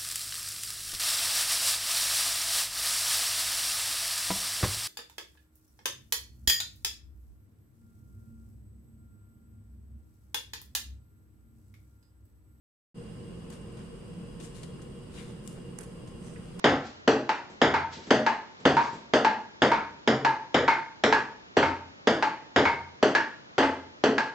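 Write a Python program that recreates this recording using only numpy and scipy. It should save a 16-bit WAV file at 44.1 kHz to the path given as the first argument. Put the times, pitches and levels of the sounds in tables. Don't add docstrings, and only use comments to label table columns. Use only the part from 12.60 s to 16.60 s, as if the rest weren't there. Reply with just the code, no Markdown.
import sys
import numpy as np
from scipy import signal
from scipy.fft import rfft, irfft
from scipy.io import wavfile

SR = 44100
rng = np.random.default_rng(int(sys.argv[2]) if len(sys.argv) > 2 else 0)


def persist_wave(psi):
    counts = np.round(np.clip(psi, -1, 1) * 32767).astype(np.int16)
    wavfile.write(sys.argv[1], SR, np.atleast_2d(counts).T)


N = 176400

# pitch_hz, likeness (1 = the same)
ROOM_LIKENESS = [(30, 1), (90, 0.81), (170, 0.94), (330, 0.69), (600, 0.42), (1200, 0.2), (3000, 0.064),
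                 (12000, 0.033)]
# pitch_hz, level_db
SKIN_TONE = [(200, -1), (700, -1), (1500, -2), (3000, 0.5), (4500, 1), (6000, 0), (8800, 5), (9800, 3.5),
             (11000, -6), (14000, -16)]
HAND_LIKENESS = 0.12


def amp(db):
    return 10 ** (np.asarray(db) / 20)


def unit(x):
    return x / np.sqrt(np.mean(x ** 2) + 1e-20)


def read(points, hz):
    pitches, values = np.transpose(points)
    return np.interp(np.log(hz + 1), np.log(pitches + 1), values)


def sides(pan_db):
    return unit(amp(np.array([[pan_db], [-pan_db]]) / 2))


def add(mix, start_s, sound):
    part = mix[:, round(start_s * SR):][:, :sound.shape[1]]
    part += sound[:, :part.shape[1]]


def pair(noise, likeness):
    return np.array([noise[0], likeness * noise[0] + np.sqrt(1 - likeness ** 2) * noise[1]])


def grit(size, per_s, spread_db, smooth_share):
    slipping = rng.random(size) < per_s / SR
    slips = slipping * amp(spread_db * np.minimum(rng.exponential(1, size), 3))
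    noise = pair(rng.standard_normal((2, size)), HAND_LIKENESS)
    return noise * np.sqrt(smooth_share + (1 - smooth_share) * unit(slips) ** 2)


def stroke(t, half_rise, fall):
    return np.where(t < 0, np.cos(np.pi / 2 * t / (2 * half_rise)) ** 2, np.exp(-abs(t) / fall))


def workshop():
    # pitch_hz, level_db (per Hz)
    air = [(15, -85), (80, -77), (125, -67), (200, -69), (280, -78.5), (330, -83), (430, -81.5), (540, -81),
           (680, -90), (1200, -92), (1800, -96), (2500, -99), (3100, -101), (3700, -103), (5400, -105),
           (6300, -108.5), (7100, -105), (8000, -103.5), (9600, -105), (10500, -113), (12500, -119),
           (14500, -121)]
    # pitch_hz, half_width_hz, peak_db (per Hz), pan_db
    resonances = [(50.7, 20, -69, 0), (133, 27, -71.5, -6), (174.4, 6.4, -61, -6), (211.4, 4.3, -65.5, 0),
                  (242.3, 5.7, -70, 1), (307.5, 7.7, -71.5, -3.5), (337.8, 6.9, -71, 12),
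                  (372.8, 6.3, -70, -13.5), (388.6, 8.9, -75, -20), (471.8, 18.6, -69, 1.5),
                  (1056, 63, -87, 13), (2614, 12, -91.5, -25), (2808, 21.5, -84.5, 0.5),
                  (2906, 112, -91, 0.5), (3270, 34, -90, 4), (4850, 190, -100, -2), (4970, 29, -91.5, -2),
                  (8480, 28, -89, -26), (8540, 390, -97.5, -10), (11400, 100, -112, 2)]
    hz = np.fft.rfftfreq(N, 1 / SR)
    power = amp(read(air, hz)) ** 2 * np.ones((2, 1))
    for pitch, half_width, db, pan_db in resonances:
        power += (amp(db) * sides(pan_db) / (1 + ((hz - pitch) / half_width) ** 2)) ** 2
    noise = pair(rfft(rng.standard_normal((2, N))), read(ROOM_LIKENESS, hz))
    return irfft(noise * np.sqrt(power * SR / 2), N)


def echo(sound, size=256):
    # pitch_hz, fade_s (to fall by 60 dB)
    fade_times = [(300, 0.27), (2000, 1), (8000, 0.55), (14000, 0.58)]
    hz, t, noise = signal.stft(rng.standard_normal((2, SR // 2)), SR, nperseg=size)
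    fade = amp(-60 * t / read(fade_times, hz)[:, None])
    tail = signal.istft(noise * fade, SR, nperseg=size)[1]
    return signal.fftconvolve(sound, tail / np.linalg.norm(tail[0]), axes=1)[:, :N]


def table_rumble():
    # peak_s, half_length_s, level_db
    pushes = [(1.606, 0.1, -44), (2.11, 0.13, -48), (2.85, 0.11, -61), (3.445, 0.052, -50),
              (3.746, 0.18, -52.5)]
    # pitch_hz, level_db
    table_tone = [(20, -22), (50, 0), (85, 1), (130, 7), (175, 15.5), (260, -5), (500, -11.5), (1200, -42),
                  (8000, -59)]
    t, hz = np.arange(N) / SR, np.fft.rfftfreq(N, 1 / SR)
    noise = pair(rfft(rng.standard_normal((2, N))), read(ROOM_LIKENESS, hz))
    rumble = unit(irfft(noise * amp(read(table_tone, hz)), N))
    weight = sum(amp(db) * np.exp(-.5 * ((t - peak) / half) ** 2) for peak, half, db in pushes)
    return rumble * weight


def friction(tilt_db, hollow_hz, boost_db, hollow_octaves=0.23, size=32768):
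    hz = np.fft.rfftfreq(size, 1 / SR)
    slips = grit(size, per_s=700, spread_db=2.5, smooth_share=0.65)
    hollow_db = boost_db / (1 + (np.log2((hz + 1) / hollow_hz) / hollow_octaves) ** 2)
    treble_db = tilt_db * np.log2(np.maximum(hz, 800))
    tone = amp(read(SKIN_TONE, hz) + treble_db + hollow_db)
    return unit(irfft(rfft(slips) * tone, size))


def rubs():
    # peak_s, half_rise_s, fall_s, level_db, tilt_db (per octave), pan_db, hollow_hz, boost_db
    slides = [(0.936, 0.02, 0.035, -54.5, -2.5, 2, 1500, 5), (1.203, 0.024, 0.05, -57.5, -5, 0, 1500, 7),
              (1.852, 0.031, 0.03, -51, -0.7, 3.5, 7300, 4), (1.964, 0.016, 0.069, -53, -2, 6.5, 3900, 1.5),
              (2.59, .052, 0.083, -52, -2.8, 3.5, 3570, 5), (2.70, 0.034, 0.019, -56.5, -5.5, -6, 3000, -1),
              (2.902, 0.053, .05, -57.5, 1.5, -3, 9500, 1), (2.981, .03, 0.017, -54.5, -8.5, 1, 1500, 5),
              (3.221, 0.012, 0.027, -55, -12, 5, 9200, 17), (3.67, .045, 0.09, -55.5, -5, -3, 8700, 8),
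              (3.9, 0.12, 0.36, -59.5, -5, 3, 1280, 7)]
    out = np.zeros((2, N))
    for peak, half_rise, fall, db, tilt_db, pan_db, hollow_hz, boost_db in slides:
        sound = friction(tilt_db, hollow_hz, boost_db)
        t = np.arange(sound.shape[1]) / SR - 2 * half_rise
        add(out, peak - 2 * half_rise, sound * stroke(t, half_rise, fall) * amp(db) * sides(pan_db))
    return out


def pats(rise_s=0.0013):
    # start_s, fall_s, level_db, tilt_db (per octave), pan_db, hollow_hz, boost_db
    landings = [(0.901, 0.0063, -45, -5, 5, 7000, 6), (1.169, 0.018, -51, -5, -1, 940, 11.5),
                (1.8, 0.018, -47.5, -2.3, 6, 2860, 6), (2.031, 0.013, -45.5, -2.5, 5, 4040, 3.5),
                (2.217, 0.0097, -48.5, -2.5, 2, 7500, 6), (3.185, 0.02, -50.5, -6.5, -4, 780, 7),
                (3.207, 0.0091, -44.5, 5, -5, 9500, 3), (3.23, 0.014, -50, 2.5, 2, 1500, 6),
                (3.472, 0.022, -57, -2.5, -1, 6630, 5), (3.991, 0.0055, -41, -3, -3, 1400, 9),
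                (3.9955, 0.0024, -30, -3, -16, 1110, 9)]
    out = np.zeros((2, N))
    for start, fall, db, tilt_db, pan_db, hollow_hz, boost_db in landings:
        sound = friction(tilt_db, hollow_hz, boost_db)
        t = np.arange(sound.shape[1]) / SR
        shape = np.minimum(t / rise_s, 1) * np.exp(-t / fall)
        add(out, start, sound * shape * amp(db) * sides(pan_db))
    return out


def snaps(rise_s=0.0004, size=4096):
    # start_s, level_db, pitch_hz, half_width_octaves, fall_s, pan_db
    tears = [(0.902, -53, 13000, 0.38, .003, 6), (1.954, -55, 3900, .25, 0.005, 4),
             (2.035, -45, 3400, 0.71, .003, 2), (2.194, -48, 1440, 0.45, 0.0027, 6),
             (2.592, -54, 2290, 0.66, 0.0038, 17), (2.876, -33.5, 6500, 2.6, 0.00044, 15),
             (2.876, -54, 2200, 0.78, 0.0035, 5), (2.876, -43.5, 8700, 0.42, 0.0037, 3),
             (3.186, -39, 7400, 0.2, 0.0024, -12), (3.1886, -26.5, 7200, 0.27, 0.00014, -8),
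             (3.1873, -46.5, 1200, 0.56, 0.0061, -5), (3.76, -48.5, 2000, 0.27, 0.0044, -5)]
    out, t, hz = np.zeros((2, N)), np.arange(size) / SR, np.fft.rfftfreq(size, 1 / SR)
    for start, db, pitch, half_width, fall, pan_db in tears:
        band = np.exp(-.5 * (np.log2((hz + 1) / pitch) / half_width) ** 2) * amp(read(SKIN_TONE, hz))
        shape = np.minimum(t / rise_s, 1) * np.exp(-np.maximum(t - rise_s, 0) / fall)
        noise = pair(rng.standard_normal((2, size)), HAND_LIKENESS)
        burst = irfft(rfft(noise) * band, size) * shape
        burst *= np.linalg.norm(shape) / np.linalg.norm(burst, axis=1, keepdims=True)
        add(out, start, burst * amp(db) * sides(pan_db))
    return out


def squelches(size=16384):
    # peak_s, half_rise_s, fall_s, level_db, pitch_hz (at the peak), glide_octaves_per_s, width_hz, pan_db
    squeezes = [(1.851, .012, 0.012, -57, 2720, -2, 1400, 2),
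                (2.602, .028, 0.035, -53.5, 2430, -8, 1300, 6), (2.60, 0.013, .03, -59, 1540, -4, 600, 6),
                (3.212, 0.011, 0.022, -54, 1500, 9, 1500, -1), (3.681, .04, 0.052, -64, 6000, -1, 1000, -3),
                (3.765, 0.0069, 0.019, -55, 1860, -2, 900, -2)]
    out = np.zeros((2, N))
    for peak, half_rise, fall, db, pitch, glide, width, pan_db in squeezes:
        t = np.arange(size) / SR - 2 * half_rise
        bursts = grit(size, per_s=990, spread_db=-2, smooth_share=0.38)
        sliding_tone = np.exp(2j * np.pi * np.cumsum(pitch * 2 ** (glide * t)) / SR)
        decay = np.exp(-np.pi * width / SR)
        smoothed = signal.lfilter([1], [1, -2 * decay, decay * decay], bursts / sliding_tone)
        ring = unit((sliding_tone * smoothed).real)
        add(out, peak - 2 * half_rise, ring * stroke(t, half_rise, fall) * amp(db) * sides(pan_db))
    return out


def scene():
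    hands = rubs() + squelches() + pats() + snaps()
    return hands + amp(-9.5) * echo(hands) + table_rumble() + workshop()


def record(dry):
    silence_s, rise_s, top_hz = 0.3443, 0.039, 14600
    fade_in = np.clip((np.arange(N) / SR - silence_s) / rise_s, 0, 1) ** .5
    low_pass = signal.firwin(511, top_hz, window=("kaiser", 9), fs=SR)
    return signal.oaconvolve(dry * fade_in, low_pass[None], "same")


dry = scene()
out = record(dry)
persist_wave(out)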